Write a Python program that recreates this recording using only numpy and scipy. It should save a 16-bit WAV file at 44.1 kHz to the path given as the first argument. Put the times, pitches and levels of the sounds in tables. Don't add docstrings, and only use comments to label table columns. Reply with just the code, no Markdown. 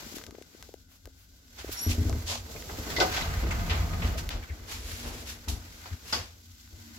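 import sys
import numpy as np
from scipy import signal
from scipy.fft import rfft, irfft, next_fast_len
from scipy.io import wavfile

SR = 44100
rng = np.random.default_rng(int(sys.argv[2]) if len(sys.argv) > 2 else 0)


def volts_from_db(level):
    exponent = np.asarray(level, float) / 20
    return 10 ** exponent


def pcm_store(signal):
    levels = np.round(np.clip(np.atleast_2d(signal), -1, 1) * 32767)
    wavfile.write(sys.argv[1], SR, levels.astype(np.int16).T)


N = 307818


def in_time(table):
    s, *columns = np.transpose(table)
    return [np.interp(np.arange(N) / SR, s, column) for column in columns]


def at_hz(points, hz):
    point_hz, value = np.transpose(points)
    return np.interp(np.log(hz + 1), np.log(point_hz), value)


def rms_one(x):
    return x / np.sqrt(np.mean(x ** 2) + 1e-20)


def drift(rate):
    steps = rng.standard_normal(int(N / SR * max(rate, 200)) + 2)
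    return np.interp(np.arange(N) / SR * rate, np.arange(len(steps)), steps)


# (frequency [Hz], likeness [0-1])
PORT_LIKENESS = [(60, 0.99), (110, 1), (160, 0.66), (290, 0.77), (640, 0.59), (1400, 0.24), (2500, 0.051),
                 (15000, 0.096)]
# (frequency [Hz], left over right [dB])
PORT_BALANCE = [(60, -2.5), (180, -1.5), (550, -1.5), (1650, -3), (4970, -1.5), (15000, -7)]
PORT_LAG_S = 0.00042


def port_noise(spectrum=((10, 0), (20000, 0))):
    size = next_fast_len(N)
    hz = np.arange(size // 2 + 1) * SR / size
    left, other = rfft(rng.standard_normal((2, size))) * volts_from_db(at_hz(spectrum, hz))
    alike = np.clip(at_hz(PORT_LIKENESS, hz), 0, 1)
    lag_s = PORT_LAG_S * hz ** 2 / (hz ** 2 + 1130.0 ** 2)
    right = alike * np.exp(2j * np.pi * hz * lag_s) * left + np.sqrt(1 - alike ** 2) * other
    balance = volts_from_db(np.outer([.5, -.5], at_hz(PORT_BALANCE, hz)))
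    return rms_one(irfft([left, right] * balance, size)[:, :N])


def peaks(x, modes):
    out = 0
    for k, (hz, width_hz, db) in enumerate(modes):
        r = np.exp(-np.pi * width_hz / SR)
        feed = [(1 - r * r) / 2, 0, (r * r - 1) / 2]
        back = [1, -2 * r * np.cos(2 * np.pi * hz / SR), r * r]
        out = out + (-1) ** k * volts_from_db(db) * signal.lfilter(feed, back, x)
    return out


def steady_tones(white, tones):
    out = 0
    for hz, width_hz, db in tones:
        narrow = peaks(white, [(hz, width_hz, 0)])
        out = out + volts_from_db(db) * rms_one(peaks(narrow, [(hz, 2 * width_hz, 0)]))
    return out


def ring(x, hz, t60):
    r, w = volts_from_db(-60 / (t60 * SR)), 2 * np.pi * hz / SR
    return signal.lfilter([0, np.sin(w)], [1, -2 * r * np.cos(w), r * r], x + 1e-18)


def band(x, hz, octaves):
    edges = hz * 2.0 ** (max(octaves, .05) * np.array([-1, 1]))
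    return signal.sosfilt(signal.butter(2, np.minimum(edges, 19000), "band", fs=SR, output="sos"), x)


def bumps(per_s, size, fade_s):
    jolts = (rng.random(N) < per_s / SR) * np.minimum(rng.exponential(size, N), 2 * size)
    return rms_one(1 + signal.lfilter([1], [1, -np.exp(-1 / (fade_s * SR))], jolts))


def add(out, s, piece, db):
    i = round(s * SR)
    piece = piece[..., :N - i]
    out[:, i:i + piece.shape[-1]] += volts_from_db(db) * piece / np.max(np.abs(piece))


# (time [s], strength [dB], hardness [dB])
SHAKE = [(0, -54, 1.5), (.25, -60.5, 3.5), (.4, -63, -0.5), (.82, -65, -13), (1.2, -60, -15),
         (1.5, -61, -8), (1.7, -46.5, -15.5), (1.86, -60, 8.5), (2.42, -47, -6.5), (2.62, -50, 2),
         (3.04, -41, 3), (3.3, -32.5, -11.5), (4.2, -35, -10), (4.46, -48.5, -7), (5.12, -45, -4),
         (5.45, -51.5, -8), (6.33, -51.5, -14.5), (6.98, -50, -57)]
# (time [s], strength [dB], dying time [s], hardness [dB])
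LURCHES = [(.29, -49, 0.012, -0.5), (0.599, -55.5, 0.14, -5.5), (1.07, -49.5, 0.023, -7.5),
           (1.69, -49, 0.024, 2.5), (1.9, -33, 0.12, -8), (2.1, -27, 0.11, -14.5), (2.79, -69, 0.044, -42),
           (3.36, -33, 0.018, -17), (3.45, -28.5, 0.13, -12.5), (3.82, -29.5, 0.021, -21),
           (4.05, -25.5, 0.064, -12), (4.358, -35.5, 0.034, -5), (4.74, -41.5, 0.039, -29),
           (5.06, -40, 0.093, -2), (5.57, -47, 0.17, -10.5), (6.06, -39.5, 0.11, -15),
           (6.168, -36.5, 0.044, -5), (6.56, -47, 0.029, -29), (6.74, -45, 0.12, -15.5)]
# (frequency [Hz], width [Hz], level [dB])
FLOOR_MODES = [(59.7, 7.5, 7.5), (86, 5.9, 8), (99, 12, -2)]
# (frequency [Hz], width [Hz], level [dB])
PANEL_MODES = [(236.3, 7.3, 3), (269, 30, -22), (294.4, 26.5, -7)]
# (frequency [Hz], density [dB per Hz])
WALL_NOISE = [(100, 3.5), (150, -1.5), (200, -2.5), (330, 2), (660, -2), (1000, -7.5), (1300, -7.5),
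              (1700, -48)]
# (frequency [Hz], width [Hz], level [dB])
WALL_MODES = [(159.5, 27, -2), (410, 3.3, -2), (438.7, 11.6, -3.5), (499.6, 7, 4.5), (682.5, 4.2, -2.5),
              (740, 8.3, -17), (870, 3.9, -7.5)]
# (frequency [Hz], width [Hz], level [dB])
FAN = [(176.4, 26, -73), (264.6, 9.1, -70), (1496, 160, -74), (2050, 50, -83)]
LURCH_RISE_S = 0.023
PANEL_DB, PANEL_FOLLOWS = -20, 0.71
SWAY_HZ, SWAY_DB, TAUT_S, TAUT_DB = 39.9, -4.5, 5.88, -20
DRIVE_S, DRIVE_DB, DRIVE_DB_PER_S = 6.5, -73, 43.5
ROLL_FROM_S, ROLL_TO_S, ROLL_RAMP_S = 2.99, 4.35, 0.33


def car():
    t = np.arange(N) / SR
    shake_db, hard_db = in_time(SHAKE)
    soft_power, hard_power = volts_from_db(shake_db) ** 2, volts_from_db(shake_db + hard_db) ** 2
    for s, db, dying, hardness_db in LURCHES:
        fade = np.where(t < s, ((s - t) / LURCH_RISE_S) ** 2, (t - s) / dying)
        swell = volts_from_db(db) ** 2 * np.exp(-2 * fade)
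        soft_power = soft_power + swell
        hard_power = hard_power + swell * volts_from_db(hardness_db) ** 2
    soft, hard = np.sqrt(soft_power), np.sqrt(hard_power)

    white, shake = port_noise(), port_noise(WALL_NOISE)
    shake = shake * bumps(22, .9, .012) ** np.interp(t, [ROLL_TO_S, ROLL_TO_S + .3], [1, .3])
    wall = rms_one(shake + volts_from_db(4.5) * peaks(shake, WALL_MODES))

    sway_db = np.interp(t, [TAUT_S - .2, TAUT_S + 0.14], [SWAY_DB, TAUT_DB])
    sway = band(white, SWAY_HZ, 0.34)
    lowest = volts_from_db(.4 * (sway_db - SWAY_DB)) * peaks(white, FLOOR_MODES[:1])
    floor = band(peaks(white, FLOOR_MODES[1:]) - lowest, 104.0, 0.97)

    drive = volts_from_db(DRIVE_DB + DRIVE_DB_PER_S * (t - DRIVE_S))
    panels = band(peaks(white, PANEL_MODES), 265, .4)
    panel_level = volts_from_db(PANEL_DB) * hard ** PANEL_FOLLOWS + drive

    rumble = soft * (rms_one(floor) + volts_from_db(sway_db) * rms_one(sway))
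    return rumble + panel_level * rms_one(panels) + hard * wall + steady_tones(white, FAN)


# (time [s], bright level [dB], weight [dB])
RUB = [(0, -47, -4), (.2, -46, -9.5), (.3, -58, -9.5), (.65, -55.5, -9), (.88, -63.5, -33),
       (1.48, -59, -11), (1.62, -47, -3), (1.8, -41, -5), (2.38, -50.5, -4.5), (2.62, -44, -11),
       (3.14, -39, 2.5), (3.3, -43, 1.5), (4.1, -44, -2), (4.36, -51.5, -1.5), (5.3, -55, -5),
       (5.93, -50.5, -3.5), (6.4, -57, -15.5), (6.98, -51, -6)]
# (frequency [Hz], density [dB per Hz])
DULL_RUB = [(470, -18), (800, -6.5), (1340, -6.5), (1510, 1), (1670, -5.5), (2040, -4.5), (3600, -12.5),
            (4680, -12.5), (7920, -120)]
# (frequency [Hz], density [dB per Hz])
BRIGHT_RUB = [(1500, -18), (2500, -8), (3500, -3), (5000, -1), (7600, -0.5), (8700, -5.5), (10000, -7.5),
              (12000, -5.5), (15300, -10.5), (16300, -12.5)]
# (frequency [Hz], width [Hz], level [dB])
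AIR_MODES = [(1252, 13, -14.5), (1540, 54, -8), (2050, 24, -14)]
# (time [s], rms level [dB], fade [s], centre [Hz], width [octaves])
SCUFFS = [(0.146, -40.5, 0.033, 4100, 1.6), (0.869, -58, 0.091, 3000, 2.3), (1.16, -57, 0.088, 5000, 2.1),
          (1.573, -41.5, 0.044, 1420, 2.26), (1.711, -33, 0.028, 9000, 1.8), (1.76, -45, 0.07, 6040, 0.46),
          (1.88, -31, 0.054, 4500, 1.17), (2.26, -29.5, 0.099, 4220, 0.97),
          (2.269, -37.5, 0.094, 865, 0.67), (3.09, -33.5, 0.14, 2430, 1.4), (4.169, -34, 0.036, 3100, 1.54),
          (4.656, -39, 0.11, 2780, 1.77), (4.72, -40, 0.45, 3840, 1.47), (5.02, -49, 0.028, 1540, 1.8),
          (5.256, -39, 0.07, 3500, 1.5), (5.6, -52.5, 0.31, 5000, 1.1), (6.036, -40, 0.13, 3300, 1.7)]
SCUFF_RISE = 0.5


def rubbing():
    bright_db, weight_db = in_time(RUB)
    dull_db = bright_db + weight_db
    catch_db = 1.2 * drift(25) + 1.2 * drift(120)
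    dull = port_noise(DULL_RUB) * bumps(24, .45, .01)
    dull = rms_one(dull + volts_from_db(14.5) * peaks(dull, AIR_MODES))
    hiss = volts_from_db(bright_db + catch_db) * port_noise(BRIGHT_RUB) + volts_from_db(dull_db + catch_db) * dull

    white, t = port_noise() * volts_from_db(catch_db), np.arange(N) / SR
    for s, db, fall, hz, octaves in SCUFFS:
        rise = SCUFF_RISE * fall
        span = slice(round(s * SR), round((s + 4.7 * fall) * SR))
        late = t[span] - s - rise
        stroke = np.exp(-2 * (late / np.where(late < 0, rise, fall)) ** 2)
        hiss[:, span] += volts_from_db(db) * stroke * rms_one(band(white[:, span], hz, octaves))
    return hiss


# (time [s], peak level [dB], centre [Hz], width [octaves])
TICKS = [(.044, -44, 1500, 1.2), (0.184, -28, 1600, 2.4), (0.214, -44, 1170, 0.72), (.239, -29, 1500, 2.5),
         (0.266, -31.5, 4000, 1.3), (.309, -33.5, 1500, 2.8), (.352, -47, 1600, 0.96),
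         (.381, -52, 1980, 1.8), (.409, -51, 2000, 1.5), (0.424, -35, 2980, 1.8), (0.626, -29, 2420, 2.2),
         (.688, -48, 5000, 1.2), (.74, -35, 3000, 7.7), (1.056, -31.5, 2050, 3.1),
         (1.073, -40.5, 3000, 3.6), (1.481, -50, 2500, 1.4), (1.689, -35, 2000, 2),
         (2.096, -24.5, 6500, 0.52), (2.098, -40, 600, 1), (2.127, -32, 5070, 0.77), (2.128, -33, 700, 1.7),
         (2.624, -36, 2300, 0.55), (4.176, -36, 13000, .8), (4.291, -25, 3020, .8),
         (4.2914, -23, 11300, 0.75), (4.438, -44, 3150, 0.41), (6.676, -47, 2000, 1.4)]


def ticks():
    out, t = np.zeros((2, N)), np.arange(SR // 25) / SR
    for s, db, hz, octaves in TICKS:
        grit = rng.standard_normal((2, len(t))) * np.exp(-t / .004)
        click = np.arange(len(t)) == [[0], [1]]
        snap = band(click + .05 * grit, hz, octaves)
        add(out, s, snap + volts_from_db(17.0) * peaks(snap, AIR_MODES), db + 6.0)
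    return out


# (time [s], peak level [dB], frequency [Hz])
POPS = [(0.061, -42, 235), (0.121, -39, 332), (0.138, -38, 248), (0.165, -33, 312), (0.29, -43, 340),
        (0.321, -42, 253), (0.346, -39, 402), (0.382, -36.5, 403), (0.412, -38.5, 395), (0.546, -42, 337),
        (0.689, -39.5, 410), (0.739, -34, 410), (1.073, -40, 398), (1.643, -28.5, 370), (1.69, -29.5, 355)]


def pops():
    out, t = np.zeros((2, N)), np.arange(SR // 25) / SR
    for s, db, hz in POPS:
        swell = np.exp(-((t * hz - 1.4) / .85) ** 2)
        tone = np.sin(2 * np.pi * hz * t) + 0.33 * np.sin(3.4 * np.pi * hz * t)
        add(out, s, swell * tone * volts_from_db([[0], [-3.0]]), db + 1.5)
    return out


# (time [s], peak level [dB], frequency [Hz], t60 [s])
PINGS = [(1.73, -35, 5200, 0.09), (1.755, -34, 10300, .04), (1.792, -26, 6950, 0.047),
         (1.916, -30.5, 2620, 0.067), (2.561, -37.5, 2050, 0.21), (2.563, -38, 2440, 0.091),
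         (2.965, -20.5, 1993, 0.26), (3.175, -24, 1500, .1), (3.176, -26.5, 750, 0.054),
         (3.21, -29, 2050, .05), (3.222, -23, 3840, 0.041), (3.222, -31.5, 760, 0.044),
         (3.337, -31, 1830, .07), (3.512, -25, 2050, 0.16), (3.514, -30, 870, 0.11),
         (3.697, -29, 2310, 0.02), (3.704, -30, 2200, 0.021), (3.711, -23, 2900, 0.027),
         (3.72, -29, 2100, 0.14), (4.021, -29, 2036, .08), (4.155, -31.5, 655, 0.21),
         (4.425, -41, 1800, 0.076), (4.427, -41, 2290, 0.1)]


def pings():
    out, t, white = np.zeros((2, N)), np.arange(SR // 2) / SR, port_noise()
    for s, db, hz, t60 in PINGS:
        tap = white[:, round(s * SR):][:, :len(t)]
        tap = tap * np.exp(-t[:tap.shape[1]] / .005)
        upper = .6 * ring(tap, 1.05 * hz, .4 * t60)
        lower = .5 * ring(tap, .93 * hz, .3 * t60)
        add(out, s, ring(tap, hz, .7 * t60) + upper + lower, db)
    return out


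# (time [s], frequency [Hz], level [dB], octave level [dB])
SQUEAK = [
    (1.765, 5550, -48, -55),
    (1.775, 5562, -38, -44),
    (1.8, 5578, -36, -40),
    (1.817, 5610, -31, -29),
    (1.826, 5655, -36, -29),
    (1.848, 5668, -36, -31),
    (1.876, 5730, -37, -37),
    (1.89, 5715, -41, -44),
    (1.92, 5715, -47, -49),
]
# (time [s], length [s], depth [dB], octave depth [dB])
GRIPS = [
    (1.805, .003, -2, -10),
    (1.824, .004, -16, -1),
    (1.844, .002, -9, -2),
    (1.854, .003, -10, -14),
    (1.866, .003, -10, -6),
    (1.886, .003, -16, -8),
    (1.896, .002, -8, -8),
    (1.905, .003, -12, -8),
]


def squeak():
    hz, db, octave_db = in_time(SQUEAK)
    t = np.arange(N) / SR
    for s, length, depth_db, octave_depth_db in GRIPS:
        grip = np.exp(-((t - s) / length) ** 2)
        db = db + depth_db * grip
        octave_db = octave_db + octave_depth_db * grip
    start, end = SQUEAK[0][0], SQUEAK[-1][0]
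    gate = np.interp(t, [start, start + .005, end - .01, end], [0, 1, 1, 0])
    wobble = np.interp(t, [1.82, 1.88], [.002, .007])
    turns = np.cumsum(hz * (1 + wobble * drift(400))) / SR
    phase = 2 * np.pi * turns + np.array([[0], [.8]])
    flutter = volts_from_db(2.5 * np.array([drift(190), drift(170)]))
    return gate * flutter * (volts_from_db(db) * np.sin(phase) + volts_from_db(octave_db) * np.sin(2 * phase))


# (time [s], peak level [dB], frequency [Hz], held [s], wall ring [dB])
THUDS = [(1.865, -19, 85.4, 0.033, -28), (1.981, -19.5, 86, 0.036, -28), (2.053, -19.5, 86, 0.028, -29),
         (2.116, -21, 92, 0.019, -36), (2.152, -25.5, 90, 0.023, -36.5), (2.785, -29, 74.6, 0.014, -42),
         (3.441, -44, 78.5, 0.015, -52), (4.334, -33, 80.4, 0.018, -47), (4.495, -29.5, 75, 0.034, -51),
         (4.725, -46, 83.4, 0.037, -75), (4.91, -32, 80, 0.03, -69), (5.164, -39, 75, 0.012, -48),
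         (5.475, -25.5, 73, 0.026, -40.5), (5.518, -25, 67, 0.022, -41.5), (5.558, -32, 73.6, 0.018, -44),
         (5.597, -39, 77.5, 0.015, -53), (5.908, -29, 86, 0.034, -49), (6.728, -40.5, 74.3, 0.043, -65)]
# (frequency [Hz], level [dB], t60 [s])
THUD_MODES = [(165, -11, 0.022), (244.2, -1, 0.22), (300.6, -0.5, 0.12), (409, -8, 0.16),
              (626, -14.5, 0.14)]
THUD_SWELL, THUD_DAMP_S = .35, .005


def thuds():
    out, t = np.zeros((2, N)), np.arange(SR // 4) / SR
    for s, db, hz, held, wall_db in THUDS:
        start = np.minimum(t / 0.00038 * volts_from_db(db), 1)
        swell = 1 + THUD_SWELL * np.minimum(t / held, 1)
        damping = np.exp(-np.maximum(t - held, 0) / THUD_DAMP_S)
        add(out, s, -start * swell * damping * np.sin(2 * np.pi * hz * t), db)

        blow = np.exp(-t / 0.00089) * (t < .006)
        blow = blow + 0.67 * np.roll(blow, round(held * SR))
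        luck_db = rng.normal(0, 1.6, len(THUD_MODES))
        walls = sum(volts_from_db(d + luck) * ring(blow, f, t60) for (f, d, t60), luck in zip(THUD_MODES, luck_db))
        add(out, s, -walls * volts_from_db([[.5], [-.5]]), wall_db + 7.5)
    return out


# (time [s], peak level [dB], centre [Hz], width
# [octaves], t60 [s])
KNOCKS = [(2.691, -40, 546, 1.4, 0.14), (2.777, -42.5, 544, 0.23, 0.04), (2.9, -33, 900, 3, 0.26),
          (2.962, -30.5, 4100, 0.37, 0.28), (2.981, -29.5, 437, 0.98, 0.27), (3.004, -27, 586, 0.83, 0.28),
          (3, -21.5, 3830, 0.59, 0.19), (3.17, -35.5, 870, 0.46, 0.55), (3.168, -29.5, 3000, 0.74, 0.15),
          (3.506, -32.5, 1440, 0.89, 0.25), (3.508, -35, 5470, 0.44, 0.16),
          (3.695, -47, 4600, 0.096, 0.061), (3.695, -30, 2420, 0.7, 0.22), (3.702, -30, 766, 1.6, 0.44),
          (4.018, -34, 1540, 1, 0.48), (4.303, -34, 1580, 1.65, 0.32), (4.494, -45.5, 1920, 0.25, 0.14),
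          (5.047, -42, 491, 1.9, 0.84), (5.476, -43, 900, 0.76, 0.39), (5.482, -26.5, 5150, 1.03, 0.29),
          (5.856, -42.5, 900, 1.2, 0.15), (5.859, -41.5, 2970, 0.79, 0.097), (6.127, -34, 4700, 0.18, 0.24),
          (6.124, -26.5, 1830, 1.9, 0.37)]


def knocks():
    out, t, white = np.zeros((2, N)), np.arange(SR // 2) / SR, port_noise()
    for s, db, hz, octaves, t60 in KNOCKS:
        rattle = white[:, round(s * SR):][:, :len(t)]
        rattle = rattle * np.minimum(t / 0.0025, 1) * volts_from_db(-60 * t / t60)
        add(out, s, band(rattle, hz, octaves), db + 8.0)
    return out


# (frequency [Hz], width [Hz], level [dB])
RAIL_TONES = [(155, 40, -44), (690, 45, -55), (1240, 45, -55)]
TREAD_HZ, TREAD_OCTAVES, TREAD_DB = 800, 0.9, -49


def rollers():
    t, white = np.arange(N) / SR, port_noise()
    turning = np.clip(np.minimum(t - ROLL_FROM_S, ROLL_TO_S - t) / ROLL_RAMP_S, 0, 1)
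    song = volts_from_db(3.9 * drift(18)) * steady_tones(white, RAIL_TONES)
    tread = rms_one(band(port_noise() * bumps(70, .8, .005), TREAD_HZ, TREAD_OCTAVES))
    return turning * (song + volts_from_db(TREAD_DB) * tread)


# (frequency [Hz], level [dB], t60 [s])
DOOR_MODES = [(325, -18, .12), (376, -8, 0.23), (426, -0.5, 0.25), (535, -2, 0.14), (670, -2, 0.18),
              (738, 1, 0.34), (785, -5, 0.15), (1120, -18, 0.13), (1252, -4.5, 0.24), (1515, 10, 0.059),
              (2045, 3.5, 0.092), (3600, -9, .1), (4000, -15, 0.08), (4300, -10, 0.08)]
# (frequency [Hz], level [dB], t60 [s])
LATCH_MODES = [(660, -9, 0.24), (734, 1, 0.18), (898, 3.5, 0.11), (1120, 2, 0.2), (1484, 9, 0.13),
               (1970, 4, 0.1), (3420, 7, 0.1), (3770, -9, 0.12), (4480, 4, 0.24), (4530, 8, .2),
               (4930, 10, 0.1), (5060, 13, 0.086), (5200, -3, 0.2), (6730, -3, .12)]


def clank_and_latch():
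    out, t, white = np.zeros((2, N)), np.arange(SR // 2) / SR, port_noise()
    # (time [s], peak level [dB], grind [s], modes)
    for s, db, grind, modes in [(3.0, -11.5, 0.0092, DOOR_MODES), (6.125, -16.5, 0.0045, LATCH_MODES)]:
        push = white[:, round(s * SR):][:, :len(t)] * t * np.exp(-t / grind)
        steel = sum(volts_from_db(d) * rms_one(ring(push, f, t60)) * np.sqrt(t60) for f, d, t60 in modes)
        add(out, s, steel, db)
    return out


# (time [s], left over right [dB])
SIDEWAYS = [
    (0, 6),
    (1.3, 4.5),
    (1.6, 1.5),
    (6.98, 4),
]


def scene():
    mix = car() + rubbing() + ticks() + pops() + pings() + squeak()
    mix = mix + thuds() + knocks() + rollers() + clank_and_latch()
    return mix * volts_from_db(np.outer([.5, -.5], in_time(SIDEWAYS)[0]))


def roll_off(x):
    return signal.sosfilt(signal.butter(12, 16970, fs=SR, output="sos"), x)


def record(dry):
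    x = signal.sosfilt(signal.butter(4, 33, "high", fs=SR, output="sos"), dry)
    x = x - 0.77 * peaks(x, [(8880, 3770, 0)])
    x = signal.sosfilt(signal.cheby2(24, 60, 16120, fs=SR, output="sos"), x)
    return roll_off(x)


dry = scene()
out = record(dry)
pcm_store(out)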